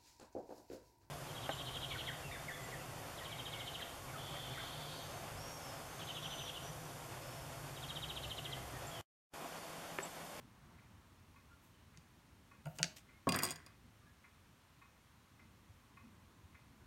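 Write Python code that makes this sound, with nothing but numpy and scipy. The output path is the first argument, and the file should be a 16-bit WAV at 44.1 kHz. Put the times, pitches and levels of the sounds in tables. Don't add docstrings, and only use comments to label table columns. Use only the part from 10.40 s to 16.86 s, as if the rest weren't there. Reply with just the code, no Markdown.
import sys
import numpy as np
from scipy import signal
from scipy.fft import rfft, irfft
from scipy.io import wavfile
from scipy.ndimage import uniform_filter1d

SR = 44100
rng = np.random.default_rng(int(sys.argv[2]) if len(sys.argv) > 2 else 0)


def generate_wav(signal):
    frames = np.transpose(np.atleast_2d(signal))
    scaled = np.clip(frames, -1, 1) * 32767
    pcm = np.round(scaled).astype(np.int16)
    wavfile.write(sys.argv[1], SR, pcm)


N = 284886
TIME = np.arange(N) / SR
RING = np.arange(SR // 2) / SR
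FREQS = np.fft.rfftfreq(N, 1 / SR)

# start in seconds, level in dB, tilt in dB per octave.
BOUNCES = [(2.256, -35, 1), (2.268, -37.5, 12), (2.3863, -24, 0), (2.8902, -7.5, -2.5), (2.922, -9.5, -3.5),
           (2.944, -13.5, -3.5), (2.961, -13, 17), (2.9888, -11.5, -0.5), (3.023, -19, 5.5),
           (3.034, -5.5, 8), (3.042, -12, 3), (3.0511, -10.5, 2.5), (3.107, -15, 2), (3.114, -18, 4.5),
           (3.159, -27, -1.5), (3.2637, -30.5, -2)]


def knife(crack_db=-4, crack_t60=0.026):
    # pitch in Hz, level in dB, t60 (seconds to fade by 60 dB).
    blade_tones = [(2077, -15.5, 0.091), (2475, -11.5, 0.079), (2790, -11.5, 0.039), (3377, -11.5, 0.044),
                   (4230, -33, 0.015), (4760, 0, 0.036), (4840, 9.5, 0.015), (6860, -0.5, 0.027),
                   (7400, -17, .025), (7840, -23, 0.016), (8260, 0.5, 0.022), (9610, -1, 0.017),
                   (9850, -14, 0.022), (11200, -23, 0.016), (11980, -5, 0.0087), (12330, -11, 0.013),
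                   (13700, -16, .018), (14900, -19, 0.012)]
    # frequency in Hz, level in dB.
    crack_colour = [(1000, -13), (2500, -2.5), (5000, -1.5), (6100, -0.5), (7000, 0), (9700, -5),
                    (10400, -1), (12200, -8), (14400, -27), (16000, -0.5)]
    out = np.zeros(N)
    for start, db, tilt_db in BOUNCES + rattle():
        crack = unit(colour(burst(crack_t60), crack_colour, tilt_db))
        steel = ring(blade_tones, tilt_db, scatter_db=4)
        add(out, start, amp(db) * unit(steel + amp(crack_db) * crack))
    return out


def rattle(start_s=3.063, gap_s=0.0115, jitter_s=0.00092, first_db=-19, fade_db_per_s=73, tilt_db=-4.5):
    hops = []
    for k, (late, hard) in enumerate(rng.standard_normal((6, 2))):
        db = first_db - fade_db_per_s * k * gap_s + 0.5 * hard
        hops.append((start_s + k * gap_s + jitter_s * late, db, tilt_db))
    return hops


def bench(recoil_db=-8, recoil_loss=0.5, recoil_tilt_db=-2, weak_db=-4, weak_t60=0.077):
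    # start in seconds, level in dB, tilt in dB per octave.
    blows = [(2.8708, -2, -1), (2.879, -12.5, -6), (2.935, -17, -1), (2.950, -14, 3), (3.029, -12, 4.5)]
    # start in seconds, level in dB, pitch in Hz, length in seconds.
    pushes = [(1.575, -31.5, 153, 0.017), (2.250, -14, 145, 0.055), (2.397, -15.5, 151, 0.037),
              (2.440, -23.5, 158, 0.028), (2.885, -8.5, 164.7, 0.0365), (5.29, -28, 90, 0.037),
              (5.635, -28, 228.5, 0.037), (6.025, -25, 80, 0.047), (6.12, -29, 81, .05)]
    # pitch in Hz, level in dB, t60 in seconds.
    plank_tones = [(99, -18, 0.49), (154.8, -7, 0.21), (178, -20, 0.107), (205, -6, 0.18),
                   (277.3, -11, 0.14), (331, -4, 0.042), (366.5, -6.5, 0.12), (540, -4, 0.07),
                   (680, 0, 0.06), (745, -8.5, .09), (878, -12, 0.12), (990, 3, 0.038), (1040, -8, 0.14),
                   (1094, -3, 0.13), (1193, 4, 0.029), (1624, -12, 0.17), (1725, -26.5, .05),
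                   (1900, -24, 0.06)]
    # frequency in Hz, level in dB.
    wood_colour = [(20, -66), (60, -24), (100, -17), (180, 2.5), (350, -1), (450, 0), (700, -1.5),
                   (1100, -2.5), (1700, -11), (2200, -19), (3200, -28), (6000, -31), (16000, -43)]
    # start in seconds, level in dB, tilt in dB per octave.
    knocks = [(2.258, -26, 9), (2.2655, -22, -2.5), (2.271, -26.5, 5), (2.392, -22, 11.5), (2.399, -19, 3),
              (2.441, -22, -5.5)]
    # pitch in Hz, level in dB, t60 in seconds.
    edge_tones = [(161, -1.5, 0.053), (338, -4, 0.043), (517, -2.5, 0.064), (626, 0, 0.12),
                  (690, -2, 0.082), (760, -6.5, 0.13), (900, -1.5, 0.048), (1404, -6, 0.033),
                  (1620, -15, 0.043), (1970, -17, 0.027), (2280, -18, 0.028), (2610, -14, 0.019),
                  (2920, -13, 0.019)]
    out = swells(pushes)
    recoils = [(start, db + recoil_db - recoil_loss * tilt_db, recoil_tilt_db)
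               for start, db, tilt_db in BOUNCES]
    for start, db, tilt_db in blows + recoils:
        weak_tones = unit(colour(burst(weak_t60), wood_colour, tilt_db))
        planks = ring(plank_tones, tilt_db)
        add(out, start, amp(db) * unit(planks + amp(weak_db) * weak_tones))
    for start, db, tilt_db in knocks:
        add(out, start, amp(db) * ring(edge_tones, tilt_db))
    return out


def chatter(level_db=-8, start_s=2.915, peak_s=2.952, fade_t60=0.62, taps_per_s=420, tap_t60=0.014):
    # frequency in Hz, level in dB.
    tap_colour = [(40, -43), (100, -1), (170, 0), (330, -0.5), (450, -26), (850, -13), (1100, 5),
                  (1400, -2), (1600, 4.5), (2060, 0), (2700, -9.5), (4000, -11), (8000, -31), (16000, -38)]
    rise = np.clip((TIME - start_s) / (peak_s - start_s), 0, 1)
    fade = dying(fade_t60, np.maximum(TIME - peak_s, 0))
    touches = rng.random(N) < taps_per_s / SR
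    force = rng.uniform(0.13, 1, N) * rng.choice([-1, 1], N)
    taps = signal.fftconvolve(rise * fade * touches * force, burst(tap_t60))[:N]
    return amp(level_db) * unit(colour(taps, tap_colour))


def clacks(tail_db=-5, tail_t60=0.033, handle_db=-16):
    # start in seconds, level in dB, tilt in dB per octave.
    hits = [(1.574, -34.5, 2), (2.387, -25, 3), (2.43, -3, 1.5), (2.4397, -21.5, -6), (2.443, -14, -1.5),
            (2.951, -15, -9.5), (2.9547, -13, -10)]
    # frequency in Hz, level in dB.
    clack_colour = [(30, -69), (90, -40), (170, -18), (1100, -25), (1400, 2), (1900, 1.5), (3200, -3.5),
                    (4400, -1), (4650, 5.5), (5000, -2.5), (6600, 1.5), (8000, -7), (10000, -11.5),
                    (12000, -27), (16000, -32)]
    # pitch in Hz, level in dB, t60 in seconds.
    handle_tones = [(1830, -16, 0.079), (1890, -3, .08), (2700, -7, 0.077), (4690, -5, 0.081)]
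    out = np.zeros(N)
    for start, db, tilt_db in hits:
        contact = signal.unit_impulse(len(RING)) + amp(tail_db) * burst(tail_t60)
        clack = unit(colour(contact, clack_colour, tilt_db))
        add(out, start, amp(db) * (clack + amp(handle_db) * ring(handle_tones, tilt_db)))
    return out


def slides(rise_share=0.11, grit_db=2.5):
    # start in seconds, level in dB, length in seconds, tilt in dB per octave.
    strokes = [(1.216, -40.5, 0.073, 9), (2.26, -34.5, .15, 14), (2.342, -29.5, 0.15, 4),
               (2.56, -26.5, 0.032, -1)]
    # frequency in Hz, level in dB.
    rub_colour = [(200, -24), (1500, -8.5), (3000, -1), (4500, -4), (7500, -1.5), (11000, -11), (12500, -5),
                  (13800, -13), (16000, -15)]
    out = np.zeros(N)
    for start, db, length, tilt_db in strokes:
        stroke = (1 - np.exp(-RING / (rise_share * length))) * np.exp(-(RING / length) ** 2)
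        grit = amp(grit_db * wobble(len(RING), smooth_samples=90))
        rubbing = stroke * grit * rng.standard_normal(len(RING))
        add(out, start, amp(db) * unit(colour(rubbing, rub_colour, tilt_db)))
    return out


def sleeve(level_db=-68, middle_s=0.31, width_s=0.35, flutter_db=2):
    # frequency in Hz, level in dB.
    cloth_colour = [(30, -23), (100, 2.5), (250, -2.5), (450, -14.5), (700, -9), (1600, -12.5),
                    (3000, -26.5), (12000, -42)]
    flutter = amp(flutter_db * wobble(N, smooth_samples=2000))
    cloth = colour(rng.standard_normal(N), cloth_colour) * flutter
    reach = np.exp(-((TIME - middle_s) / width_s) ** 2)
    return amp(level_db) * cloth / cloth.std() * reach


def clock(first_beat_s=0.383, beat_s=0.5761, case_t60=0.026, contact_s=0.012, grit_db=-11):
    # pitch in Hz, level on the tick in dB, level on the tock in dB.
    case_tones = [(977, -11, -3), (1114, 1, -4), (1422, -8.5, -0.5), (1667, -15, -4), (1821, -6, -0.5),
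                  (2035, -25, 4.5), (2080, -5, 6), (2327, -13, -1.5), (2530, -3, -0.5)]
    beat_levels = [-33, -30.5, -36, -29, -32, -30.5, -29.5, -27.5, -31, -25.5, -29.5]
    # frequency in Hz, level in dB.
    grit_colour = [(700, -27), (1100, 10), (2500, -15), (3300, -7), (9000, -22)]
    out = np.zeros(N)
    scrape = np.exp(-(RING / contact_s) ** 4)
    swell = signal.fftconvolve(scrape, dying(case_t60))[:len(RING)]
    hz, tick_db, tock_db = np.transpose(case_tones)
    for k, db in enumerate(beat_levels):
        tones = np.sin(2 * np.pi * (hz[:, None] * RING + rng.random((len(hz), 1))))
        case = unit(swell * (amp(tick_db if k % 2 else tock_db) @ tones))
        grit = unit(colour(scrape * rng.standard_normal(len(RING)), grit_colour))
        add(out, first_beat_s + k * beat_s, amp(db) * (case + amp(grit_db) * grit))
    return out


def squeaks():
    # start in seconds, relative level in dB, pitch in Hz, length in seconds.
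    squeak_tones = [(1.105, -33, 1390, 0.028), (1.335, -39.5, 3000, 0.041), (2.72, -37, 2150, .08),
                    (3.61, -38.5, 1210, .05), (3.66, -35, 1683, 0.033), (6.40, -37.5, 1484, 0.049)]
    return swells(squeak_tones, rough=0.89)


def air(split_hz=480, waver_db=1.25, hiss_db=-70.8):
    # frequency in Hz, relative level in dB.
    air_colour = [(15, -58), (25, -20.5), (58, -2.5), (87, 1), (170, -7), (229, -6.5), (439, -19),
                  (714, -22), (1130, -20), (1560, -22), (2760, -25.5), (4600, -29.5), (12000, -35.5),
                  (16000, -40.5)]
    # time in seconds, level in dB.
    rumble_levels = [(0, -63), (1.2, -66), (3.3, -65.5), (3.8, -67.5), (4.9, -68), (5.3, -65), (6.46, -65)]
    low_share = 1 / (1 + (FREQS / split_hz) ** 8)
    spectrum = rfft(rng.standard_normal(N)) * amp(read(air_colour, FREQS))
    rumble = irfft(spectrum * low_share, N)
    hiss = irfft(spectrum * (1 - low_share), N)
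    rumble_db = np.interp(TIME, *np.transpose(rumble_levels)) + waver_db * wobble(N, smooth_samples=4000)
    return rumble / rumble.std() * amp(rumble_db) + hiss / hiss.std() * amp(hiss_db)


def wash(centre_hz=1020, width_hz=190, level_db=-81.5, swing_db=4.5, crest_s=0.41, period_s=5.7):
    band = 1 / (1 + ((FREQS - centre_hz) / width_hz) ** 2)
    noise = irfft(rfft(rng.standard_normal(N)) * band, N)
    wave = np.cos(2 * np.pi * (TIME - crest_s) / period_s)
    return noise / noise.std() * amp(level_db + swing_db * wave)


def room(x, delay_s=0.0047, bass_hz=170):
    # frequency in Hz, t60 in seconds.
    echo_times = [(100, 0.16), (400, 0.43), (1000, 0.28), (3000, 0.33), (7000, 0.22), (15000, 0.22)]
    echoes = rng.standard_normal(len(RING)) * (RING > delay_s)
    hz, t, bands = signal.stft(echoes, SR, nperseg=256)
    tail = signal.istft(bands * dying(read(echo_times, hz)[:, None], t), SR, nperseg=256)[1]
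    tail = signal.sosfilt(signal.butter(2, bass_hz, "high", fs=SR, output="sos"), tail)
    return signal.fftconvolve(x, unit(tail))[:N]


def ring(tones, tilt_db, scatter_db=2):
    luck = rng.standard_normal(len(tones))
    out = np.zeros(len(RING))
    for k, (hz, db, t60) in enumerate(tones):
        strength = amp(db + tilt_db * np.log2(hz) + scatter_db * luck[k])
        out += (-1) ** k * strength * np.sin(2 * np.pi * hz * RING) * dying(t60)
    return unit(out)


def swells(rows, rough=0, grain_s=0.0061):
    out = np.zeros(N)
    for start, db, hz, length in rows:
        t = np.arange(0, length, 1 / SR)
        wander = rough * np.cumsum(rng.standard_normal(len(RING)))[:len(t)] / np.sqrt(grain_s * SR)
        tone = np.sin(2 * np.pi * hz * t + wander)
        add(out, start, amp(db) * unit(np.sin(np.pi * t / length) * tone))
    return out


def colour(x, points, tilt_db=0, size=4096):
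    hz = np.fft.rfftfreq(size, 1 / SR)
    db = read(points, hz) + tilt_db * np.log2(np.maximum(hz, points[0][0]))
    cepstrum = irfft(np.log(amp(db - db.max()) + 1e-6))
    cepstrum[1:size // 2] *= 2
    cepstrum[size // 2 + 1:] = 0
    return signal.fftconvolve(x, irfft(np.exp(rfft(cepstrum))))[:len(x)]


def dying(t60, t=RING):
    return np.exp(-np.log(1000) * t / t60)


def burst(t60):
    return unit(rng.standard_normal(len(RING)) * dying(t60))


def wobble(count, smooth_samples):
    curve = uniform_filter1d(rng.standard_normal(count), size=smooth_samples)
    return curve / curve.std()


def amp(db):
    return 10 ** (np.asarray(db) / 20)


def unit(x):
    return x / np.sqrt(np.sum(x ** 2) + 1e-20)


def read(points, hz):
    f, value = np.transpose(points)
    return np.interp(np.log(hz + 1), np.log(f + 1), value)


def add(mix, start_s, sound):
    part = mix[max(round(start_s * SR), 0):][:len(sound)]
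    part += sound[:len(part)]


def scene():
    wood = bench() + chatter()
    steel = knife()
    tools = clacks() + slides()
    far = clock() + squeaks()
    echoes = room(amp(-6.5) * wood + amp(-12.5) * steel + amp(-13.5) * tools + amp(-7) * far)
    return (wood + steel + tools + amp(-6) * far + echoes + air() + wash() + sleeve())[None]


def record(dry, top_hz=15950):
    # centre in Hz, half width in Hz, level change in dB.
    dips = [(4910, 250, -3), (7700, 430, -2), (10460, 320, -5.5)]
    dip_db = sum(db * np.exp(-((FREQS - hz) / width) ** 2) for hz, width, db in dips)
    heard = irfft(rfft(dry) * amp(dip_db), N)
    treble_cut = signal.firwin(511, top_hz, window=("kaiser", 9), fs=SR)
    return signal.oaconvolve(heard, treble_cut[None], "same")


dry = scene()
out = record(dry)
generate_wav(out)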